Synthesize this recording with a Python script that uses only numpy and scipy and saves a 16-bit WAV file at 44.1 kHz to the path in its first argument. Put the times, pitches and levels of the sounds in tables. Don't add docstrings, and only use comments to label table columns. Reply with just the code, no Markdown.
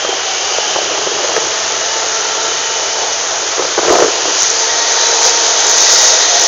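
import sys
import numpy as np
from scipy import signal
from scipy.fft import rfft, irfft, next_fast_len
from scipy.io import wavfile

SR = 44100
rng = np.random.default_rng(int(sys.argv[2]) if len(sys.argv) > 2 else 0)


def linear_from_db(decibels):
    return 10 ** (np.asarray(decibels, float) / 20)


def store_pcm(level_fs):
    pcm = np.round(np.clip(level_fs, -1, 1) * 32767).astype(np.int16)
    wavfile.write(sys.argv[1], SR, np.atleast_2d(pcm).T)


N = 285327

# multiple of knife rate, shielded level/dB, open level/dB
ENGINE_TONES = [(0.422, -24.5, -23)]


def rms_one(x):
    return x / np.sqrt(np.mean(x ** 2) + 1e-20)


def in_time(rows):
    s, *columns = np.transpose(rows)
    return [np.interp(np.arange(N) / SR, s, c) for c in columns]


def drift(rate):
    r = np.exp(-80 * np.pi * rate / SR)
    slow = signal.lfilter([1], [1, -2 * r, r * r], rng.standard_normal(N // 40 + 2002))[2000:]
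    return np.interp(np.arange(N) / 40, np.arange(len(slow)), rms_one(slow))


def coloured(spectrum, patchy_db, count):
    size = next_fast_len(N)
    log_hz = np.log(np.arange(size // 2 + 1) * SR / size + 1)
    hz, level_db = np.transpose(spectrum)
    colour = linear_from_db(np.interp(log_hz, np.log(hz), level_db, -99, -99))
    shaped = rfft(rng.standard_normal(size)) * colour
    centres = np.linspace(np.log(hz[0]), np.log(hz[-1]), count)
    out = np.zeros(N)
    for row in np.eye(count):
        band = irfft(shaped * np.interp(log_hz, centres, row), size)[:N]
        out += band * linear_from_db(patchy_db * (drift(15) + drift(3.4)))
    return rms_one(out)


def resonate(x, hz, width):
    r = np.exp(-np.pi * width / SR)
    top = np.array([1, 0, -1]) * (1 - r * r) / 2
    return signal.lfilter(top, [1, -2 * r * np.cos(2 * np.pi * hz / SR), r * r], x + 1e-18)


def tones(turns, orders, view, fade_db, sway):
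    out = np.zeros(N)
    for multiple, shielded_db, open_db in orders:
        level_db = shielded_db + view * (open_db - shielded_db) + fade_db * drift(3.4)
        phase = 2 * np.pi * (multiple * turns + rng.random()) + sway * np.sqrt(multiple) * drift(3.1)
        out += np.sqrt(2) * linear_from_db(level_db) * np.sin(phase)
    return out


def shafts():
    # t/s, knife passes on the chopper drum f/Hz, tractor firing f/Hz
    speeds = [(0, 204, 76.5), (.3, 206, 78), (.7, 211, 82), (1.1, 214, 84), (1.5, 218, 85.5),
              (1.9, 221.5, 84.3), (2.3, 223, 84.3), (3.5, 224, 84), (4.3, 226, 85), (4.7, 227.5, 86),
              (5.1, 230.2, 88), (5.6, 231.6, 89), (5.9, 230.7, 90), (6.47, 232, 90.5)]
    knife_hz, firing_hz = in_time(speeds)
    return np.cumsum(knife_hz) / SR, np.cumsum(firing_hz) / SR


def sight_line():
    # t/s, share in open view [0-1], whine level/dB
    path = [(0, 0.1, -13), (.6, 0, -0.5), (1.2, 0.04, -1.5), (1.75, 0, 0), (2.0, 0.36, 0.5),
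            (2.8, 0.07, 1.5), (3.4, 0.08, -3), (3.7, 0.4, -8.5), (4.3, 0, -2), (4.7, 0.76, 0.5),
            (5.1, 0.92, 2.5), (5.6, 1, 1), (5.8, 1, 0.5), (6.1, 1, 1), (6.47, 1, -3.5)]
    view, whine_db = in_time(path)
    return np.clip(view, 0, 1), whine_db


def puff_train(turbulence):
    # t/s, peak level/dB, pitch f/Hz
    soft_puffs = [(0.047, -1.5, 530), (0.089, -3, 397), (0.128, -8, 660), (0.582, -3, 620), (0.757, 2, 390),
                  (0.784, -2.5, 560), (0.816, -5.5, 660), (0.906, -4.5, 470), (0.975, -6, 444),
                  (1.065, -6, 350), (1.244, -7, 506), (1.285, -8.5, 447), (1.375, -2, 414), (3.83, -4, 713),
                  (4.058, -11, 441), (3.602, -6.5, 369), (3.577, -9, 457), (3.592, -2, 410),
                  (3.622, -1, 660), (3.648, -5.5, 482), (3.776, 1, 406), (3.786, 2.5, 338), (3.85, -4, 746),
                  (3.923, 2, 710), (3.94, 2, 703), (3.963, 2, 620), (4.02, 6.5, 430), (4.043, 2, 452),
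                  (4.078, -4.5, 386), (4.253, -5.5, 636)]
    # t/s, peak level/dB, pitch f/Hz
    slaps = [(1.363, 0, 512), (3.865, -9.5, 583), (3.892, -2, 563), (3.953, 2, 694), (4.002, -1.5, 592)]
    rows = [(*row, -25.5) for row in soft_puffs] + [(*row, -12.5) for row in slaps]
    out, t = np.zeros(N), np.arange(SR // 25) / SR
    grit = rms_one(resonate(rng.standard_normal(N), hz=1490, width=620))
    chance = rng.random((len(rows), 3))
    for (s, peak_db, hz, crack_db), (phase, length, bend) in zip(rows, chance):
        at, rise = int(s * SR), (1.14 + 0.5 * length) / hz
        shape = (t / rise) ** 2 * np.exp(2 - 2 * t / rise)
        cycles = hz * t * (1 + 0.3 * (bend - 0.7) * (t / rise - 2))
        push = 0.8 * np.cos(2 * np.pi * phase) * np.sqrt(shape)
        ring = shape * np.sin(2 * np.pi * (cycles + phase))
        flutter = 0.74 * np.sqrt(shape) * turbulence[at + len(t):at + 2 * len(t)]
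        crack = linear_from_db(crack_db) * shape ** 1.4 * rms_one(grit[at:at + len(t)])
        out[at:at + len(t)] += linear_from_db(peak_db - 5.5) * (push + ring + flutter) + crack
    return out


def wind():
    # middle t/s, half length [s], level/dB
    gusts = [
        (0.082, .08, -21.5),
        (1.102, 0.45, -21),
        (3.65, 0.1, -25),
        (3.942, 0.13, -10.5),
        (4.2, 0.19, -22),
    ]
    # f/Hz, level/dB per Hz
    wind_colour = [(30, -8), (100, -0.5), (250, 3), (450, -0.5), (870, -9.5), (1200, -9.5), (2000, -24),
                   (2700, -28), (4000, -47.5)]
    clock = np.arange(N) / SR
    gust = sum(linear_from_db(level_db) * np.exp(-((clock - middle) / half) ** 4) for middle, half, level_db in gusts)
    breeze = linear_from_db(-36 + 4 * drift(3))
    turbulence = coloured(wind_colour, patchy_db=1.0, count=5)
    return (gust + breeze) * linear_from_db(2.74 * drift(60)) * turbulence + puff_train(turbulence)


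def carried_whines():
    # middle t/s, half length [s], f/Hz, level/dB
    whine_rows = [(0.063, 0.12, 3160, -26), (0.355, 0.39, 768, -29), (0.75, .3, 3100, -32),
                  (0.6, .3, 4780, -33), (1.3, .4, 3260, -33.5), (1.6, .1, 1800, -30),
                  (1.85, .15, 1760, -32), (1.95, 0.17, 2900, -29.5), (2.35, .35, 1356, -29),
                  (2.75, 0.35, 3000, -29.5), (3.11, 0.18, 6110, -27), (4.36, 0.08, 4020, -29),
                  (4.8, .15, 1894, -29), (4.88, 0.2, 4450, -28), (5.07, .15, 3980, -24.5),
                  (5.95, .25, 1923, -26), (6.1, 0.4, 3720, -24), (6.24, 0.18, 4130, -23),
                  (6.36, 0.2, 698, -23.5), (.66, .15, 1680, -33), (6.0, .2, 635, -26),
                  (5.95, .08, 1400, -28), (.35, .3, 2300, -34), (2.35, .2, 3100, -32),
                  (5.92, .1, 4950, -24), (6.3, .2, 1900, -29)]
    out, clock = np.zeros(N), np.arange(N) / SR
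    for middle, half, hz, level_db in whine_rows:
        width = 60 * (hz / 1000) ** 0.5
        glide = -0.02 * hz
        near = np.abs(clock - middle) < 2 * half
        t = clock[near] - middle
        r = np.exp(-np.pi * width / SR)
        chance = rng.standard_normal((2, len(t) + SR // 10))
        slow = signal.lfilter([1], [1, -2 * r, r * r], chance)[:, SR // 10:]
        phase = 2 * np.pi * (hz * t + glide * t ** 2 / 2)
        band = slow[0] * np.cos(phase) + slow[1] * np.sin(phase)
        out[near] += linear_from_db(level_db) * np.exp(-(t / half) ** 2) * rms_one(band)
    return out


def tractor_tones(tractor, view):
    # multiple of firing rate, shielded level/dB, open level/dB
    firing = [
        (1, -25.5, -47.5),
        (2, -35.5, -47.5),
    ]
    return tones(tractor, firing, view, fade_db=1.2, sway=0.36)


def spatter():
    # t/s, peak level/dB
    strikes = [(4.4047, -1.5), (4.4214, 3.5), (4.4312, 3), (4.4444, -11), (4.4567, -3.5), (4.5013, 5),
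               (4.5104, -15), (4.927, -1), (5.2184, -4), (5.231, 4), (5.257, -8), (5.3115, -7),
               (5.4648, -5), (5.6034, 3), (5.6674, 0.5), (5.6954, -1), (5.7125, 3), (5.7704, 1),
               (6.2723, -10.5), (6.3024, -4), (6.3756, -11), (6.3963, 3), (6.4177, -7.5), (6.4365, 3)]
    out, t = np.zeros(N), np.arange(SR // 100) / SR
    shape = t / 0.00086 * np.exp(1 - t / 0.00047) + 0.27 * np.exp(-t / 0.0015)
    chance = rng.random((len(strikes), 2))
    for (s, peak_db), (pitch, phase) in zip(strikes, chance):
        tick = shape * np.sin(2 * np.pi * ((5900 + 1000 * pitch) * t + phase))
        at = int(s * SR)
        out[at:at + len(t)] += linear_from_db(peak_db - 0.5) * tick
    return out


def panels(view):
    # f/Hz, width [Hz], shielded level/dB, open level/dB
    resonances = [(660, 128, -33, -28), (1915, 130, -38.5, -33), (2955, 710, -26.5, -41),
                  (5910, 190, -45.5, -34.5), (6220, 100, -41, -22.5)]
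    out = np.zeros(N)
    for hz, width, shielded_db, open_db in resonances:
        once = resonate(rng.standard_normal(N), hz, width)
        band = rms_one(resonate(once, hz, width))
        out += band * linear_from_db(shielded_db + view * (open_db - shielded_db) + 1.9 * drift(0.96))
    return out


def crop_stream(drum, tractor, view):
    # t/s, level/dB
    flow = [(0, -21.5), (.65, -18.5), (.9, -20), (1.45, -18), (3.8, -19), (3.93, -16), (4.25, -17),
            (4.42, -13.5), (4.7, -16), (5.05, -13.5), (5.2, -13.5), (5.27, -8), (5.33, -13.5),
            (5.68, -12.5), (5.93, -7), (6.08, -8.5), (6.28, -13.5), (6.47, -10.5)]
    # f/Hz, level/dB per Hz
    roar_colour = [(30, -12.5), (60, 13.5), (100, 5.5), (160, 2.5), (250, 1.5), (400, 3), (600, 0.5),
                   (900, 2), (1100, -10.5), (1500, -11)]
    clatter_colour = [(700, -23.5), (1000, -3), (1300, -0.5), (1700, -1.5), (2100, -4), (2500, -4),
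                      (2900, -14.5), (3600, -31)]
    rush_colour = [(2000, -33), (2600, -8.5), (3000, -2), (3600, 1), (4300, -3), (4800, -11.5), (5800, -24)]
    hiss_colour = [(3800, -13), (4500, -7), (5200, -4), (5700, -2.5), (6100, 1), (6600, -1), (7000, -5.5),
                   (7450, -24), (7900, -52), (8300, -40.5)]
    engine = ENGINE_TONES[0][0] * drum
    fire = np.cos(2 * np.pi * engine) + np.cos(2 * np.pi * tractor)
    lope = np.cos(2 * np.pi * engine / 3)
    swing_db = in_time(flow)[0] + 16
    roar_db = -25 + 0.19 * swing_db + 0.38 * view
    clatter_db = -22 + 0.32 * swing_db + 1.5 * view
    rush_db = -22.5 + 0.38 * swing_db + 3.8 * view
    hiss_db = -16.5 + 0.96 * swing_db + 0.1 * view
    roar = linear_from_db(roar_db + 3 + 0.81 * lope + 0.23 * fire) * coloured(roar_colour, patchy_db=1.63, count=8)
    clatter = linear_from_db(clatter_db - 2.03 + 0.71 * lope + 0.33 * fire)
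    clatter *= coloured(clatter_colour, patchy_db=0.13, count=5)
    rush = linear_from_db(rush_db - 2.76 + 0.24 * fire) * coloured(rush_colour, patchy_db=0.6, count=4)
    hiss = linear_from_db(hiss_db + 0.3 + 0.37 * fire) * coloured(hiss_colour, patchy_db=0.41, count=5)
    return roar + clatter + rush + hiss


def harvester_tones(drum, view, whine_db):
    # multiple of knife rate, shielded level/dB, open level/dB
    drum_tones = [(1, -23, -33), (2, -34, -30), (3, -36, -36), (4, -33, -29), (6, -40, -41),
                  (2 / 3, -36, -38), (4 / 3, -39, -33)]
    gear_tones = [(0.702, -40.5, -37.5), (1.835, -54.5, -35), (2.185, -46.5, -35), (2.256, -57.5, -35.5),
                  (3.619, -46.5, -34.5)]
    knives = linear_from_db(whine_db) * tones(drum, drum_tones, view, fade_db=1.9, sway=0.55)
    gears = tones(drum, gear_tones, view, fade_db=2.0, sway=0.45)
    engine = tones(drum, ENGINE_TONES, view, fade_db=0.8, sway=0.3)
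    return knives + gears + engine


def scene():
    drum, tractor = shafts()
    view, whine_db = sight_line()
    air = wind() + carried_whines()
    harvester = harvester_tones(drum, view, whine_db) + crop_stream(drum, tractor, view) + panels(view)
    return (air + tractor_tones(tractor, view) + spatter() + harvester)[None]


def roll_off(x):
    return signal.sosfilt(signal.butter(12, 15800, fs=SR, output="sos"), x)


def record(dry):
    notch, port = 2 * np.pi * 236, 2 * np.pi * 350
    x = signal.lfilter(*signal.bilinear([1, 40, notch ** 2], [1, port / 1.25, port ** 2], SR), dry)
    x = signal.sosfilt(signal.butter(2, 307, "high", fs=SR, output="sos"), x)
    x = np.clip(x, -1.1, 0.91)
    x = signal.sosfilt(signal.ellip(12, 0.1, 90, 7850, fs=SR, output="sos"), x)
    x = np.clip(x, -1, 1)
    return roll_off(x)


dry = scene()
out = record(dry)
store_pcm(out)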